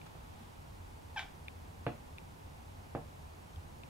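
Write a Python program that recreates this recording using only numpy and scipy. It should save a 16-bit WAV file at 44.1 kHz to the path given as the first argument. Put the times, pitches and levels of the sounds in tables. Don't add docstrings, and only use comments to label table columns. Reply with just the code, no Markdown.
import sys
import numpy as np
from scipy import signal
from scipy.fft import rfft, irfft
from scipy.io import wavfile

SR = 44100
rng = np.random.default_rng(int(sys.argv[2]) if len(sys.argv) > 2 else 0)


def store_pcm(level_fs):
    pcm = np.round(np.clip(level_fs, -1, 1) * 32767).astype(np.int16)
    wavfile.write(sys.argv[1], SR, np.atleast_2d(pcm).T)


N = 171549
TIME = np.arange(N) / SR
BIN_HZ = np.arange(N // 2 + 1) * SR / N


def from_db(db):
    return 10 ** (np.asarray(db) / 20)


def rms_one(x):
    return x / np.sqrt(np.mean(x ** 2) + 1e-20)


def in_time(rows, outside=None):
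    return np.interp(TIME, *np.transpose(rows), left=outside, right=outside)


def at_hz(rows, hz, column=1):
    rows = np.array(rows)
    return np.interp(np.log(hz + 1e-6), np.log(rows[:, 0]), rows[:, column])


def low_pass(x, hz):
    return signal.sosfilt(signal.butter(2, hz, fs=SR, output="sos"), x + 1e-18)


def high_pass(x, hz):
    return signal.sosfilt(signal.butter(2, hz, "high", fs=SR, output="sos"), x + 1e-18)


def noise(spectrum):
    white = rfft(rng.standard_normal(N))
    return rms_one(irfft(white * from_db(at_hz(spectrum, BIN_HZ)) * (BIN_HZ > 10), N))


def ring(start, hz, t60):
    age = np.maximum(TIME - start, 0)
    return np.sin(2 * np.pi * hz * age) * np.exp(-np.minimum(np.log(1000) * age / t60, 20))


def place(x, pan_db, lag_s):
    return np.array([np.interp(TIME - lag_s, TIME, x) * from_db(pan_db), x * from_db(-pan_db)])


def room(x, side_db):
    t60, gap_s, build_s = 0.29, 0.0021, 0.00098
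    t = TIME[:SR // 2]
    envelope = from_db(-60 * t / t60) * np.clip((t - gap_s) / build_s, 0, 1)
    mid, side = rng.standard_normal((2, len(t))) * envelope / np.sqrt(2 * np.sum(envelope ** 2))
    side = side * from_db(side_db)
    response = low_pass(np.array([mid + side, mid - side]), hz=8000)
    return signal.fftconvolve(x[None], response, axes=1)[:, :N]


def background():
    # frequency in Hz, relative spectral density in dB.
    air = [(20, -11), (30, -12), (39, -0.5), (52, -7.5), (76, 3), (92, 2), (115, -10.5), (150, -4.5),
           (180, -11.5), (250, -14), (330, -18.5), (620, -21), (860, -17.5), (1250, -26.5), (1800, -30),
           (2500, -30.5), (4500, -35), (9000, -38), (12000, -39.5), (15500, -44)]
    # frequency in Hz, side minus mid in dB.
    width = [(60, -22), (110, -12.5), (200, -4.5), (380, 3.5), (700, 3.5), (1290, 5), (2380, 1.5),
             (4400, -2), (8120, -7), (15000, -19)]
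    # frequency in Hz, left minus right in dB.
    lean = [(60, -0.5), (700, -0.6), (1300, -2), (4400, -1.4), (15000, -.1)]
    mid = rfft(noise(air))
    side = rfft(noise(air)) * from_db(at_hz(width, BIN_HZ))
    tilt = from_db(at_hz(lean, BIN_HZ) / 2)
    return from_db(-52) * np.array([irfft((mid + side) * tilt, N), irfft((mid - side) / tilt, N)])


def rustle():
    # time in seconds, level in dB.
    levels = [(0, -67), (.055, -67), (.067, -53), (.08, -66), (.3, -68), (.42, -64), (.55, -73)]
    # frequency in Hz, relative spectral density in dB.
    colour = [(100, -6), (280, 5), (600, -6), (1100, 2), (2000, -5), (3400, -3.5), (5000, -13),
              (15000, -25)]
    return from_db(in_time(levels, -np.inf)) * np.array([noise(colour), noise(colour)])


def bumps():
    # centre in seconds, envelope peak in dB, frequency in Hz, half-width in seconds.
    swells = [(0.414, -49, 216, 0.007), (3.587, -40.5, 84, 0.016)]
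    out = 0
    for centre, db, hz, width_s in swells:
        t = TIME - centre
        out = out + from_db(db) * np.exp(-.5 * (t / width_s) ** 2) * np.sin(2 * np.pi * hz * t)
    return out


def ticks():
    # start in seconds, strength in dB, frequency of the lower mode in Hz.
    taps = [(0.015, -37.5, 2400), (1.4828, -25, 2410), (2.1835, -30.5, 2480), (3.5602, -41.5, 3300),
            (3.835, -34.5, 2580)]
    t60, rise_s, overtone_ratio = 0.0074, 0.00037, 1.45
    out = 0
    for start, db, hz in taps:
        case = ring(start, hz, t60) + from_db(-8) * ring(start, hz * overtone_ratio, t60)
        attack = 1 - np.exp(-np.maximum(TIME - start, 0) / rise_s)
        out = out + from_db(db) * case * attack
    return place(high_pass(out, hz=1700), pan_db=0.8, lag_s=.0001)


def knocks():
    # start in seconds, strength in dB, contact cutoff in Hz, relative gain of the crack in dB.
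    blows = [(0.1526, -54, 1530, 5), (1.866, -30.5, 2500, 1), (2.9500, -34, 1300, 2.5)]
    # frequency in Hz, relative level in dB, 60 dB decay time in seconds.
    wood = [(127.7, -1, 0.15), (151, -8, 0.22), (228, -16, 0.4), (279.4, -4, 0.14), (338, -14.5, 0.23),
            (460.6, -7, 0.16), (553, -8, 0.11), (621, -8, 0.1), (703, -25, .15), (846.4, -7.5, 0.11),
            (1088, -18, 0.1), (1570, -17, 0.075), (1700, -15, 0.099), (2240, -26, .09), (2440, -14, 0.068)]
    contact_modes = [(690, 10, 0.0052), (1210, 5.5, 0.0049), (2440, -2, 0.0062)]
    # frequency in Hz, relative spectral density in dB.
    clatter_colour = [(100, -7), (380, 1.5), (850, 0), (1200, -25), (1600, -8.5), (2500, -11.5),
                      (3700, -12.5), (4300, -16), (5000, -35), (9000, -34)]
    clatter_db, clatter_t60 = -4, .08
    body, cracks = 0, 0
    for start, db, cutoff_hz, crack_db in blows:
        modes = sum(from_db(mode_db) * ring(start, hz, t60) for hz, mode_db, t60 in wood)
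        contact = sum(from_db(mode_db) * ring(start, hz, t60) for hz, mode_db, t60 in contact_modes)
        fade = (TIME > start) * np.exp(-np.log(1000) * np.clip(TIME - start, 0, 1) / clatter_t60)
        crack = from_db(clatter_db) * fade * noise(clatter_colour) - contact
        body = body + from_db(db) * low_pass(modes, cutoff_hz)
        cracks = cracks + from_db(db + crack_db) * low_pass(crack, cutoff_hz)
    direct = place(body + cracks, pan_db=-1, lag_s=.0001)
    return high_pass(direct + from_db(-3.5) * room(cracks, side_db=-1), hz=68)


def voice():
    # time in seconds, frequency in Hz.
    melody = [(1.159, 898.5), (1.165, 881), (1.170, 842), (1.175, 776.5), (1.186, 778.6), (1.196, 775),
              (1.206, 740), (1.235, 725)]
    # time in seconds, level in dB.
    effort = [(1.159, -57), (1.163, -39), (1.172, -40.5), (1.183, -36), (1.188, -51), (1.193, -45.5),
              (1.199, -38.5), (1.204, -72), (1.22, -68), (1.24, -63)]
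    # frequency in Hz, early gain in dB (weighted by 1.5 minus the change below), later gain in dB
    colours = [(800, -1.5, -14.5), (1610, -7.5, -1.5), (2280, -12.5, 0), (3200, -14.5, -2.5),
               (3900, -16, -18), (4500, -22, -25), (5530, -20, -9), (6400, -36, -26), (9000, -50, -37)]
    # time in seconds, weight of the later colour from 0 to 1.
    brightening = [(1.165, 0.1), (1.175, 0.86)]
    rough_from_s, rough_rise_s = 1.168, 0.057
    flutter_hz, flutter_depth, flutter_bend = 242, .3, .05
    roughness = np.clip((TIME - rough_from_s) / rough_rise_s, 0, 1)
    jitter = (0.0038 + 0.025 * roughness) * rms_one(low_pass(rng.standard_normal(N), hz=250))
    flutter = np.sqrt(roughness) * np.sin(2 * np.pi * flutter_hz * (TIME - rough_from_s))
    pitch, blend = in_time(melody), in_time(brightening)
    phase = 2 * np.pi * np.cumsum(pitch * (1 + jitter + flutter_bend * flutter)) / SR
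    tone, power = 0, 0
    for k in range(1, 12):
        early_db, later_db = at_hz(colours, k * pitch), at_hz(colours, k * pitch, column=2)
        gain = from_db((1.5 - blend) * early_db + blend * later_db)
        tone = tone + gain * np.sin(k * phase + 2 * np.pi * rng.random())
        power = power + gain ** 2 / 2
    return tone / np.sqrt(power) * from_db(in_time(effort, -np.inf)) * (1 + flutter_depth * flutter)


def cat():
    # time in seconds, level in dB.
    rasp_levels = [(1.16, -59), (1.177, -48), (1.188, -47), (1.196, -42.5), (1.206, -46.5), (1.218, -49),
                   (1.232, -53.5), (1.25, -67)]
    # frequency in Hz, relative spectral density in dB.
    rasp_colour = [(300, -40), (520, -24), (730, 9.5), (1200, -3), (2150, -1.5), (2800, -5), (3500, 3.5),
                   (4400, -13.5), (6800, -14), (8500, -23), (15000, -32)]
    jaw_hz, pane_delay_s = 2150, .0105
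    note = voice()
    rasp = noise(rasp_colour) * from_db(in_time(rasp_levels, -np.inf))
    jaw = np.gradient(ring(start=1.1937, hz=jaw_hz, t60=0.0028)) * SR / (2 * np.pi * jaw_hz)
    call = note + rasp + from_db(-22) * jaw
    echo = from_db(-17) * np.interp(TIME - pane_delay_s, TIME, call)
    return place(call + echo, pan_db=0, lag_s=.00005) + from_db(-5) * room(call, side_db=-4)


def scene():
    return cat() + knocks() + ticks() + bumps() + rustle() + background()


def record(dry):
    cutoff_hz = 15750
    return signal.sosfilt(signal.ellip(12, .1, 70, cutoff_hz, fs=SR, output="sos"), dry)


dry = scene()
out = record(dry)
store_pcm(out)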